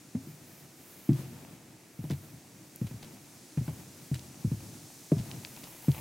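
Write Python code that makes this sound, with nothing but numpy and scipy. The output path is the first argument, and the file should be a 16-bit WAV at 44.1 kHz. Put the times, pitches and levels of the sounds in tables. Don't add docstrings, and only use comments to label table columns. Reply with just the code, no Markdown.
import sys
import numpy as np
from scipy import signal
from scipy.fft import rfft, irfft
from scipy.io import wavfile
from scipy.ndimage import uniform_filter1d

SR = 44100
rng = np.random.default_rng(int(sys.argv[2]) if len(sys.argv) > 2 else 0)


def unload_wav(signal):
    wavfile.write(
        sys.argv[1],
        SR,
        np.round(np.clip(np.atleast_2d(signal).T, -1, 1) * 32767).astype(np.int16),
    )


N = 264864
TIME = np.arange(N) / SR
STAIRS_FROM_S = 1.5
TOP_HZ = 15850


def undb(db):
    return 10 ** (np.asarray(db) / 20)


def unit(x):
    return x / np.sqrt(np.mean(x ** 2))


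def curve(rows):
    return undb(np.interp(TIME, *np.transpose(rows)))


def wander(rate_hz):
    hold = int(SR / rate_hz)
    steps = np.repeat(rng.standard_normal(N // hold + 1), hold)
    return uniform_filter1d(steps, hold)[:N]


def add(out, s, sound):
    start = max(int(s * SR), 0)
    part = sound[..., :N - start]
    out[..., start:start + part.shape[-1]] += part


def highpass(x, order, hz):
    return signal.sosfilt(signal.butter(order, hz, "high", fs=SR, output="sos"), x)


def colour(x, spectrum):
    hz, db = np.transpose(spectrum)
    size = x.shape[-1]
    bins = np.maximum(np.fft.rfftfreq(size, 1 / SR), 1)
    gain = undb(np.interp(np.log(bins), np.log(hz), db))
    return irfft(rfft(x) * gain, size)


def widen(x, side_db, taps=256):
    scatter = rng.standard_normal(taps) * np.linspace(1, 0, taps) ** 2
    scattered = signal.fftconvolve(x, scatter / np.linalg.norm(scatter))[:len(x)]
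    side = highpass(scattered, order=2, hz=500)
    return x + undb(side_db) * np.array([side, -side])


def diffuse(spectrum, side_db):
    mid, side = unit(colour(rng.standard_normal((2, N)), spectrum))
    side = highpass(side, order=1, hz=750)
    return mid + undb(side_db) * np.array([side, -side])


def showers(events, spectrum, grain_db):
    out, t = np.zeros(N), TIME[:SR // 4]
    for s, db, t60 in events:
        noise, size = rng.standard_normal((2, len(t)))
        grains = unit(colour(noise * undb(grain_db * size), spectrum))
        add(out, s, undb(db) * grains * undb(-60 * t / t60))
    return out


# frequency in Hz, relative level in dB.
AIR_SPECTRUM = [(24, -66), (40, -62), (120, 0), (229, -3.5), (317, 5), (368, -3.5), (427, -5.5),
                (535, -7.5), (722, -9), (1050, -16.5), (1310, -14.5), (2450, -14), (3140, -21),
                (7160, -24.5), (15500, -47.5)]
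# frequency in Hz, relative level in dB.
HISS_SPECTRUM = [(1500, -28), (3800, -9.5), (6200, -4), (8500, -6.5), (12000, -11.5), (16000, -78)]
# time in seconds, level in dB.
HISS_LEVELS = [(0.0, -61), (1.0, -62), (1.6, -63.5), (2.6, -61.5), (4.3, -56.5), (5.4, -55.5), (6.01, -60)]

def forest():
    air = diffuse(AIR_SPECTRUM, side_db=-5.5) * undb(-58.5 + 0.5 * wander(rate_hz=2.5))
    hiss = diffuse(HISS_SPECTRUM, side_db=-9.5) * curve(HISS_LEVELS) * undb(0.6 * wander(rate_hz=3.3))
    return air + hiss


# frequency in Hz, relative level in dB.
MURMUR_SPECTRUM = [(40, -33.5), (90, -9.5), (140, -0.5), (220, -5.5), (320, -7.5), (430, -18.5),
                   (700, -21.5), (1500, -29), (5000, -33)]

def timber_murmur(load, rest_db=-60, loaded_db=-46.5, waver_db=2.5):
    gain = np.hypot(undb(rest_db), undb(loaded_db) * load ** 0.41)
    return diffuse(MURMUR_SPECTRUM, side_db=-4.5) * gain * undb(waver_db * wander(rate_hz=18))


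# frequency in Hz, relative level in dB.
CLOTH_SPECTRUM = [(500, -3), (2300, -2), (4500, -6), (8000, -5.5), (11000, 0), (15500, -0.5)]
# fastest moment in seconds, rub in dB, half length in seconds, whistle in dB.
ARM_SWINGS = [(0.306, -62.5, 0.081, -65), (0.554, -58, 0.079, -64), (0.97, -55, 0.15, -64),
              (1.33, -69, 0.1, -80), (2.124, -58, 0.12, -78), (2.27, -62, 0.08, -72),
              (2.68, -66, 0.04, -71), (2.856, -57, 0.074, -76), (3.24, -64, 0.15, -77),
              (3.696, -57, 0.12, -98), (4.075, -57.5, 0.14, -93), (4.553, -59.5, 0.14, -68),
              (5.082, -60.5, 0.28, -67), (5.636, -52.5, 0.2, -74), (5.953, -48.5, 0.15, -64)]

def jacket(rest_db=-66.5, weave_hz=13800, weave_width_hz=700):
    rub_power, whistle_power = np.full(N, undb(rest_db) ** 2), np.zeros(N)
    for s, rub_db, half_s, whistle_db in ARM_SWINGS:
        swell = np.exp(-((TIME - s) / half_s) ** 2)
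        rub_power += undb(rub_db) ** 2 * swell
        whistle_power += undb(whistle_db) ** 2 * swell
    cloth = diffuse(CLOTH_SPECTRUM, side_db=-12) * np.sqrt(rub_power)
    weave = signal.iirpeak(weave_hz, weave_hz / weave_width_hz, fs=SR)
    whistle = unit(signal.lfilter(*weave, rng.standard_normal(N))) * np.sqrt(whistle_power)
    flutter = undb(0.78 * wander(rate_hz=41))
    return (cloth + whistle) * flutter


# start in seconds,
# heel impulse in dB, heel contact in milliseconds, tuning of the loaded wood as a ratio,
# roll from heel to sole in seconds, sole impulse in dB, relative level of the rubber's slap in dB.
FOOTSTEPS = [(0.1482, -14.5, 0.3, 0.83, 0.016, -4, -42), (0.269, -6, 2.93, 1.17, 0.026, -12.5, -63),
             (1.089, 11, 1.87, 1.09, 0.023, 12.5, -35.5), (1.9884, 0, 1.94, 0.93, 0.017, 4.5, -52),
             (2.0377, -10.5, 0.71, 1.06, 0.030, 0, -43.5), (2.101, -2.5, 0.98, 1.17, 0.019, 15, -36.5),
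             (2.332, -10, 2.4, 0.93, 0.025, -27, -70), (2.8126, -3, 0.7, 0.81, 0.029, 10.5, -45),
             (2.9089, -17, 0.62, 0.94, 0.030, 4.5, -47.5), (3.5719, 17.5, 3.3, 1.015, 0.037, 12, -36),
             (3.6768, 0.5, 1.5, 1.04, 0.03, 5.5, -35.5), (4.1123, 21, 4.45, 0.977, 0.038, 1, -44.5),
             (4.4446, 4.4, 1.1, 0.83, 0.026, 11, -53), (4.514, 3.5, 1.3, 0.91, 0.025, 7, -50),
             (5.1172, 2, 0.27, 1.064, 0.013, 7, -37), (5.1651, 16, 3.5, 0.83, 0.0303, 11.5, -47),
             (5.3323, -3, 3.1, 1.03, 0.03, -5, -47), (5.8804, 10.5, 1.19, 1, 0.013, -5, -36)]

def pushes(from_s, until_s, sole_contact_ms=3.43, sole_sag=0.88):
    for s, heel_db, heel_contact_ms, tuning, roll_s, sole_db, _ in FOOTSTEPS:
        if from_s <= s < until_s:
            yield s, heel_db, heel_contact_ms, tuning
            yield s + roll_s, sole_db, sole_contact_ms, tuning * sole_sag


def planks(blows, bands, size=32768):
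    out, jf = np.zeros(N), 1j * np.fft.rfftfreq(size, 1 / SR)
    for s, db, contact_ms, tuning in blows:
        push = undb(db) / (1 + 2 * np.pi * jf * contact_ms / 1000) ** 2
        body = sum((-1) ** k * undb(band_db) * jf * width / (jf ** 2 + jf * width + (hz * tuning) ** 2)
                   for k, (hz, width, band_db) in enumerate(bands))
        add(out, s, irfft(push * body) * SR / 1000)
    return highpass(out, order=4, hz=139.3)


# frequency before tuning in Hz, width in Hz, gain in dB.
LANDING_BANDS = [(132.3, 9.8, 14), (137.5, 123, 7), (188, 120, 9.5), (296.6, 44.7, 11.5), (320, 9.1, 8.5),
                 (850, 9.9, -28)]

def landing_thuds():
    return planks(pushes(0, STAIRS_FROM_S), LANDING_BANDS)


def joist_hum(thuds, hz=133, width_hz=1.64, ring_db=1):
    return undb(ring_db) * signal.lfilter(*signal.iirpeak(hz, hz / width_hz, fs=SR), thuds)


# frequency in Hz, relative level in dB.
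FRAME_SPECTRUM = [(50, -3), (90, 7.5), (135, -3), (220, -12), (330, -14.5), (450, -7), (900, 16),
                  (3000, -2)]

def frame_rumble(thuds, t60_s=0.86, rise_s=0.015, tail_db=-21):
    t = TIME[:SR]
    envelope = undb(-60 * t / t60_s) * (1 - np.exp(-t / rise_s))
    tail = colour(rng.standard_normal(SR), FRAME_SPECTRUM) * envelope
    low_gain = np.sqrt(np.mean(np.abs(rfft(tail)[100:350]) ** 2))
    return undb(tail_db) * signal.fftconvolve(thuds, tail / low_gain)[:N]


# frequency in Hz, relative level in dB.
SLAP_SPECTRUM = [(250, -15), (450, 8), (850, 2), (1300, -8), (2300, -7.5), (4500, -21), (12000, -24)]

def sole_slaps(lag_s=0.002, smack_db=4, smack_t60_s=0.018, slap_t60_s=0.12):
    events = []
    for s, *_, db in FOOTSTEPS:
        events += [(s + lag_s, db + smack_db, smack_t60_s), (s + lag_s, db, slap_t60_s)]
    return undb(-9) * showers(events, SLAP_SPECTRUM, grain_db=3)


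def body_weight(thuds, lag_s=0.13):
    t = TIME[:2 * SR] / lag_s
    bearing = (t * np.exp(-t)) ** 2
    load = np.abs(signal.fftconvolve(thuds ** 2, bearing)[:N])
    return load / load.max()


# time in seconds, level under full load in dB.
DIRT_LEVELS = [(0, -67), (3.4, -64), (5.3, -64), (6, -49)]
# frequency in Hz, relative level in dB.
DIRT_SPECTRUM = [(400, -4), (900, 5.5), (1500, -16), (2600, -2.5), (5000, -28), (15000, -24)]

def dirt_crackle(load, grains_per_s=900, grain_db=7):
    noise, size = rng.standard_normal((2, N))
    grains = noise * undb(grain_db * size) * (rng.random(N) < grains_per_s / SR)
    return unit(colour(grains, DIRT_SPECTRUM)) * curve(DIRT_LEVELS) * load ** 0.13


# start in seconds, relative peak in dB, band centre in Hz.
GRIT_SNAPS = [(1.1326, -37.5, 3980), (2.0994, -33.5, 3940), (2.76, -27, 13500), (3.0275, -40, 5150),
              (4.145, -29.5, 5400), (4.1942, -35, 4320), (5.1984, -37, 2850), (5.3144, -29.5, 3300),
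              (5.4495, -24.5, 2960), (5.5648, -36, 4000), (5.9174, -31, 3540), (5.9504, -39, 2900)]

def grit_snaps(band_ratio=1.65, crumble_db=-23, crumble_s=0.0018):
    out, t = np.zeros(N), TIME[:SR // 20]
    for s, db, hz in GRIT_SNAPS:
        force = undb(crumble_db) * rng.standard_normal(len(t)) * np.exp(-t / crumble_s)
        force[0] += 1
        band = [hz / band_ratio, min(hz * band_ratio, TOP_HZ)]
        crack = signal.sosfilt(signal.butter(2, band, "band", fs=SR, output="sos"), force)
        add(out, s, undb(db) * crack / np.abs(crack).max())
    return undb(1.5) * out


# frequency before tuning in Hz, width in Hz, gain in dB.
STAIR_BANDS = [(87.4, 8.7, 6), (146.2, 103, 1.5), (136.3, 23.2, 9.5), (271.9, 130.5, 16.0),
               (275.4, 157.6, 15.5), (611, 131, -5), (626, 61, -5), (372, 25, -5.5)]

def stair_thuds():
    return planks(pushes(STAIRS_FROM_S, N / SR), STAIR_BANDS)


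# start in seconds, relative level in dB.
SOLE_SLIDES = [(2.1079, -33), (2.8662, -42.5), (3.0267, -40.5), (4.1428, -35), (5.1825, -39.5),
               (5.6352, -39.5)]
# frequency in Hz, relative level in dB.
SCUFF_SPECTRUM = [(400, 8), (1200, -4), (2200, 2.5), (4000, 1.5), (7000, -5.5), (15000, -11.5)]

def grit_scuffs(t60_s=0.096):
    events = [(s, db, t60_s) for s, db in SOLE_SLIDES]
    return undb(-5.5) * showers(events, SCUFF_SPECTRUM, grain_db=10.5)


def scene():
    landing = landing_thuds()
    thuds = landing + stair_thuds()
    load = body_weight(thuds)
    wood = widen(thuds + joist_hum(landing) + frame_rumble(thuds), side_db=-11.5) + timber_murmur(load)
    shoes = widen(grit_scuffs() + sole_slaps() + grit_snaps() + dirt_crackle(load), side_db=-8.5)
    lean_left = undb([[0.5], [-0.5]])
    return wood * lean_left + shoes + jacket() + forest()


def record(dry):
    return signal.sosfilt(signal.ellip(10, .2, 70, TOP_HZ, fs=SR, output="sos"), dry)


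dry = scene()
out = record(dry)
unload_wav(out)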